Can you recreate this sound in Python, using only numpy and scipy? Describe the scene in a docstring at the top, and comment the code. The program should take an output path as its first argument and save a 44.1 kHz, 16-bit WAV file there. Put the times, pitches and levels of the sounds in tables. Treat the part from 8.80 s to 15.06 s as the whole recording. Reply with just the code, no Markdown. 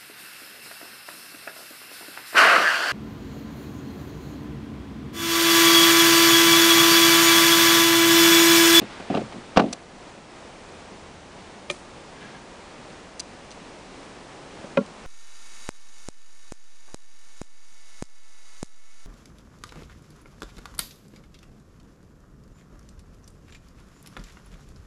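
"""Outdoors, in a half-open shelter: a wooden toilet seat on a hollow plywood box.
Someone leans on the box; it bumps, rocks and grinds at the joints. Lid and seat are raised:
the metal hinges stick and slip in clicks, and each leaf knocks against its rest.
A sleeve swishes over a steady hush and a faint, fading drone. The microphone clips on the hardest bump."""
import sys
import numpy as np
from scipy import signal
from scipy.fft import rfft, irfft, next_fast_len
from scipy.io import wavfile
from scipy.ndimage import map_coordinates

SR = 44100
rng = np.random.default_rng(int(sys.argv[2]) if len(sys.argv) > 2 else 0)


def dump_mix(stems):
    """Bounce the given channels to the path in sys.argv[1] as a 16-bit WAV at rate SR."""
    frames = np.atleast_2d(stems).T  # one column per channel
    limited = np.clip(frames, -1, 1)  # hard clip at full scale
    pcm = np.round(limited * 32767).astype(np.int16)
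    wavfile.write(sys.argv[1], SR, pcm)


N = 276110
TIME_S = np.arange(N) / SR
RING_S = np.arange(SR // 3) / SR  # time after a blow

# noise spectra: freq_hz, relative_db
AIR_SPECTRUM = [(12, -28.5), (20, -1.5), (70, -4), (108, -5), (182, -0.5), (368, -1), (398, -2), (477, -2),
                (914, -5), (1500, -10.5), (2590, -13.5), (3270, -16), (5640, -20), (7910, -23.5),
                (10000, -28.5), (13000, -83.5), (22000, -120)]
CLOTH_SPECTRUM = [(200, -39.5), (800, 1), (1600, 6), (3200, -0.5), (5000, -7), (10000, -47.5)]
GRIT_SPECTRUM = [(300, -25), (1200, -10.5), (2800, 8), (4500, -2), (10000, -23.5)]
# outdoor air contour: time_s, relative_db
HUSH_CONTOUR = [(0.0, -42), (0.45, -41), (1.08, -45), (1.8, -43.5), (6.26, -43)]
# sleeve slides and squeaky rubs: centre_s, half_length_s, level_db
SLEEVE_SWISHES = [(.13, 0.198, -45.5), (.345, .05, -42.5), (.65, 0.21, -55), (3.47, 0.113, -52),
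                  (4.0, 0.18, -54)]
SLEEVE_RUBS = [(3.38, 0.0116, -54.5), (3.44, 0.031, -47.5), (3.56, 0.023, -51.5)]
# squeak resonances: centre_hz, half_width_hz, relative_db
SQUEAK_PEAKS = [(1654, 40, 4), (2710, 108, -5.5), (3070, 98, -9.5), (3310, 91, -11.5)]

# bumps on the box: start_s, force_db, brightness_hz, rebounds (rounded; none if negative)
BOX_BUMPS = [(.017, -18, 623, 0), (.2, -28, 1000, 2), (.3003, -10.5, 543, 1), (.341, -14.5, 1285, 0.5),
             (.351, -14, 1090, 0), (.37, -11.5, 945, 2), (.411, -14.5, 290, 0), (.524, -29.5, 1696, -0.5),
             (.541, -27, 330, 0), (.558, -23.5, 319, 1), (.762, -13, 1400, 0), (.772, 3, 3294, 0),
             (.79, -15, 2200, 0), (.796, -2.5, 1757, 5), (.928, -24.5, 2820, -1), (1.372, -31.5, 444, 0.5),
             (2.118, -32.5, 378, -0.5), (3.984, -26.5, 290, 0)]
# hinge slip bursts: start_s, force_db, brightness_hz, slips, gap_s
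HINGE_BURSTS = [(.9275, -25.5, 7300, 3, .0034), (2.912, -33.5, 9100, 1, 0.0025),
                (4.3955, -24.5, 7400, 3, 0.00434), (4.707, -34.5, 4500, 3, .0075),
                (6.062, -43, 7100, 1, 0.0028)]
# lid meets its rest: start_s, force_db, brightness_hz
LID_BLOWS = [(2.8975, -34, 9000), (2.8993, -17, 7200), (2.9085, -41, 600)]
# seat brushes the lid, falls back on it, settles: start_s, force_db, brightness_hz
SEAT_BLOWS = [(5.839, -29.5, 700), (5.972, -10, 3590), (5.9825, -5.5, 261), (6.007, -18, 276)]

# distinct modes: pitch_hz, relative_db, t60_s
BOX_MODES = [(120.9, -15.5, 0.215), (192.2, -13, 0.095), (208.7, -13, 0.215), (239.7, -5.5, 0.0863),
             (275.8, -7.5, 0.0868), (349.4, -11.5, 0.105), (413.2, -13, 0.0754), (520, -11.5, 0.057),
             (643.6, -11, 0.066), (703, -7, 0.042), (737, -14.5, 0.063), (808, -15, 0.014),
             (1178.2, -9, 0.0313), (1226.5, -21.5, 0.04), (1302, -22.5, 0.042), (1498.3, -20.5, 0.053),
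             (2712, -16.5, 0.022)]
HINGE_MODES = [(2753, -8, 0.0182), (3408, -15, 0.0194), (4010, -11, 0.043), (4803, -8, 0.018),
               (4545, -11.5, 0.014), (6000, 0, 0.014), (7080, -20.5, 0.018), (8530, -8, 0.014)]
LID_MODES = [(157, -14.5, 0.107), (359.3, -9, 0.127), (579.8, -7.5, 0.084), (1254, -13.5, 0.0515),
             (1307, -10.5, 0.038), (1834, -10.5, 0.0484), (2128, -11.5, 0.038), (2404, -4.5, 0.049),
             (3166, -5.5, 0.028), (3660, -13.5, 0.038), (4100, -15, 0.041)]
SEAT_MODES = [(206.8, 2, 0.0678), (239.4, -1.5, 0.0576), (438, -3.5, 0.0716), (556.2, 4.5, 0.0602),
              (969, -10, 0.063), (1113, -12, 0.0734), (1390, -11, 0.067), (1561, -9, 0.03),
              (2057, -14, 0.035), (2117, -17, 0.017), (2493, -7, 0.0226), (3178, -13, 0.016),
              (3898, -21, .018)]
# dense modes between them: freq_hz, relative_db
PLYWOOD_SPECTRUM = [(30, -37.5), (80, -1.5), (200, 6.5), (400, 3), (780, 4), (1000, -10), (1300, -6.5),
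                    (1900, -11.5), (3000, -17.5), (5000, -10.5), (10000, -20)]
METAL_SPECTRUM = [(100, -18), (1100, -7), (1800, -6.5), (2800, 1), (6000, 5.5), (10000, 3.5)]
HARDWOOD_SPECTRUM = [(80, -40), (300, -13), (700, 2.5), (1500, 0.5), (3000, 5.5), (5000, -5), (10000, -6)]
# dense mode decay: freq_hz, t60_s
PLYWOOD_DECAY = [(150, 0.127), (700, 0.106), (2000, 0.0514), (9000, 0.021)]
METAL_DECAY = [(500, 0.0182), (9000, 0.0125)]
HARDWOOD_DECAY = [(200, 0.077), (1500, 0.0244), (9000, 0.0383)]


def amp(db):
    """Decibels to gain."""
    return 10 ** (np.asarray(db) / 20)


def unit_rms(x):
    """Scale to rms 1."""
    return x / np.sqrt(np.mean(x ** 2) + 1e-20)


def at_freq(points, hz):
    """Interpolate (freq_hz, value) rows on a log axis."""
    freq_hz, values = np.transpose(points)
    return np.interp(np.log(hz + 1), np.log(freq_hz + 1), values)


def filtered(x, response):
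    """Zero-phase filter with gain response(hz)."""
    size = next_fast_len(len(x) + 8192)
    return irfft(rfft(x, size) * response(np.fft.rfftfreq(size, 1 / SR)), size)[:len(x)]


def coloured(x, spectrum):
    """Shape x by a spectrum; rms 1."""
    return unit_rms(filtered(x, lambda hz: amp(at_freq(spectrum, hz))))


def noise(spectrum, size):
    """Coloured noise, rms 1."""
    return coloured(rng.standard_normal(size), spectrum)


def narrow_noise(peaks):
    """Noise in narrow resonances, rms 1."""
    def gain(hz):
        return sum(amp(db) / (1 + ((hz - centre_hz) / half_hz) ** 2) for centre_hz, half_hz, db in peaks)
    return unit_rms(filtered(rng.standard_normal(N), gain))


def wobble(rate_hz):
    """Smooth curve through random knots."""
    return map_coordinates(rng.standard_normal(512), [TIME_S * rate_hz], mode="wrap")


def swells(rows):
    """Sum of bell-shaped envelopes."""
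    return sum(amp(db) * np.exp(-((TIME_S - centre_s) / half_s) ** 2) for centre_s, half_s, db in rows)


def add(track, start_s, sound):
    """Mix a sound into the track."""
    part = track[round(start_s * SR):][:len(sound)]
    part += sound[:len(part)]


def dense_ring(spectrum, decay):
    """Overlapping modes: noise with a decay time per frequency."""
    hz, age_s, bins = signal.stft(noise(spectrum, len(RING_S)), SR, nperseg=256)
    fade = amp(-60 * age_s / at_freq(decay, hz)[:, None])
    return signal.istft(bins * fade, SR)[1][:len(RING_S)]


def struck(blows, modes, spectrum, decay, dense_db, dense_rise_s, build_cycles, low_cut_hz, thin_ratio):
    """Blows ring the modes at random strengths; soft contacts are dull, hard ones thin and bright."""
    track = np.zeros(N)
    pitch_hz, mode_db, t60_s = np.transpose(modes)[:, :, None]
    partials = amp(mode_db - 60 * RING_S / t60_s) * np.sin(2 * np.pi * pitch_hz * RING_S)
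    partials *= 1 - np.exp(-pitch_hz * RING_S / build_cycles)  # low modes build slower
    dense_gain = amp(dense_db) * (1 - np.exp(-RING_S / dense_rise_s))
    for start_s, force_db, brightness_hz in blows:
        ring = amp(rng.standard_normal(len(modes))) @ partials
        ring += dense_gain * dense_ring(spectrum, decay)
        ring = signal.lfilter(*signal.butter(2, brightness_hz, fs=SR), ring)
        ring = signal.lfilter(*signal.butter(1, thin_ratio * brightness_hz, "high", fs=SR), ring)
        add(track, start_s, amp(force_db) * ring)
    radiation = signal.butter(2, low_cut_hz, "high", fs=SR, output="sos")
    return signal.sosfilt(radiation, track)  # small panels radiate little bass


def hush(gain_db=-0.5183, waver_db=0.624):
    """Steady outdoor air, wavering slightly."""
    contour_db = np.interp(TIME_S, *np.transpose(HUSH_CONTOUR))
    return amp(contour_db + gain_db + waver_db * wobble(rate_hz=7)) * noise(AIR_SPECTRUM, N)


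def sleeve():
    """Cloth slides unevenly as the arm moves, and briefly squeaks."""
    swish = swells(SLEEVE_SWISHES) * amp(wobble(rate_hz=40)) * noise(CLOTH_SPECTRUM, N)
    squeak = swells(SLEEVE_RUBS) * narrow_noise(SQUEAK_PEAKS)
    return swish + squeak


def rocking(period_s=0.0215, first_loss_db=9, next_loss_db=4, rest_hz=420, excess_kept=0.31):
    """The box rocks from leg to leg: bumps plus weakening rebounds, brightness tending to rest_hz."""
    contacts = []
    for start_s, force_db, brightness_hz, rebounds in BOX_BUMPS:
        contacts.append((start_s, force_db, brightness_hz))
        for k in range(1, round(rebounds) + 1):
            loss_db = first_loss_db + next_loss_db * (k - 1)
            rebound_hz = rest_hz + (brightness_hz - rest_hz) * excess_kept ** k
            contacts.append((start_s + k * period_s, force_db - loss_db, rebound_hz))
    return contacts


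def box(contacts):
    """Hollow plywood booms and rattles at each contact."""
    return struck(contacts, BOX_MODES, PLYWOOD_SPECTRUM, PLYWOOD_DECAY, dense_db=-5.5,
                  dense_rise_s=0.000073, build_cycles=0.704, low_cut_hz=126, thin_ratio=0.207)


def joint_grind(contacts, gain_db=-28, db_per_force_db=0.664, lag_s=0.0045, half_s=0.00712):
    """The box joints grind in tiny random slips under each contact, less under dull ones."""
    knee_hz, slips_per_s = 1390, 1800
    loads = []
    for start_s, force_db, brightness_hz in contacts:
        dull_db = 20 * np.log10(min(brightness_hz / knee_hz, 1))
        loads.append((start_s + lag_s, half_s, gain_db + db_per_force_db * force_db + dull_db))
    slips = rng.standard_normal(N) * (rng.random(N) < slips_per_s / SR)
    return swells(loads) * coloured(slips, GRIT_SPECTRUM)


def clip_thump(centre_s=0.772, half_s=0.0037, level_db=-20):
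    """One short low thump as the hardest bump overloads the microphone."""
    offset = (TIME_S - centre_s) / half_s
    return amp(level_db) * (1 - offset ** 2) * np.exp(-offset ** 2)


def hinges(loss_db_per_slip=2.5):
    """Pins stick and slip: bursts of evenly spaced clicks, strongest mid-burst."""
    clicks = []
    for start_s, force_db, brightness_hz, slips, gap_s in HINGE_BURSTS:
        for k in range(slips):
            loss_db = loss_db_per_slip * abs(k - (slips - 1) / 2)
            clicks.append((start_s + k * gap_s, force_db - loss_db, brightness_hz))
    return struck(clicks, HINGE_MODES, METAL_SPECTRUM, METAL_DECAY, dense_db=4.5,
                  dense_rise_s=0.00018, build_cycles=1.8, low_cut_hz=500, thin_ratio=0.17)


def drone(start_s=1.87, level_db=-51.5, rise_s=0.069, fade_db_per_s=13, pitch_hz=83.9, half_width_hz=6.9):
    """Distant low drone: quick rise, slow fade."""
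    age_s = np.maximum(TIME_S - start_s, 0)
    envelope = amp(level_db - fade_db_per_s * age_s) * np.minimum(age_s / rise_s, 1)
    return envelope * narrow_noise([(pitch_hz, half_width_hz, 0)])


def lid():
    """The light lid hits its rest with a sharp clack."""
    return struck(LID_BLOWS, LID_MODES, HARDWOOD_SPECTRUM, HARDWOOD_DECAY, dense_db=-4,
                  dense_rise_s=0.00051, build_cycles=1.0, low_cut_hz=110, thin_ratio=0.016)


def hinge_buzz(start_s=2.905, level_db=-43, t60_s=0.44):
    """Loose hinges buzz briefly after the lid lands."""
    track = np.zeros(N)
    add(track, start_s, amp(level_db - 60 * RING_S / t60_s) * noise(METAL_SPECTRUM, len(RING_S)))
    return track


def seat():
    """The heavier seat ring hits the lid with a round knock."""
    return struck(SEAT_BLOWS, SEAT_MODES, HARDWOOD_SPECTRUM, HARDWOOD_DECAY, dense_db=-10.5,
                  dense_rise_s=0.0016, build_cycles=1.385, low_cut_hz=150, thin_ratio=0.0624)


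def shelter(direct, t60_s=0.067, wet_db=-26.5):
    """Nearby surfaces add a faint, short scatter."""
    tail = rng.standard_normal(len(RING_S)) * amp(-60 * RING_S / t60_s)
    return direct + amp(wet_db) * signal.fftconvolve(direct, tail / np.linalg.norm(tail))[:N]


def scene():
    """Knocks in the shelter, over sleeve, drone and hush; mono."""
    contacts = rocking()
    thuds = box(contacts) + clip_thump() + seat() + joint_grind(contacts)
    clacks = lid() + hinges() + hinge_buzz()
    return (shelter(thuds + clacks) + sleeve() + drone() + hush())[None]


def record(dry):
    """The small microphone clips at full scale and passes nothing above its band limit."""
    band_limit_hz = 10150
    clipped = np.clip(dry[0], -1, 1)
    return filtered(clipped, lambda hz: hz < band_limit_hz)[None]


dry = scene()
out = record(dry)
dump_mix(out)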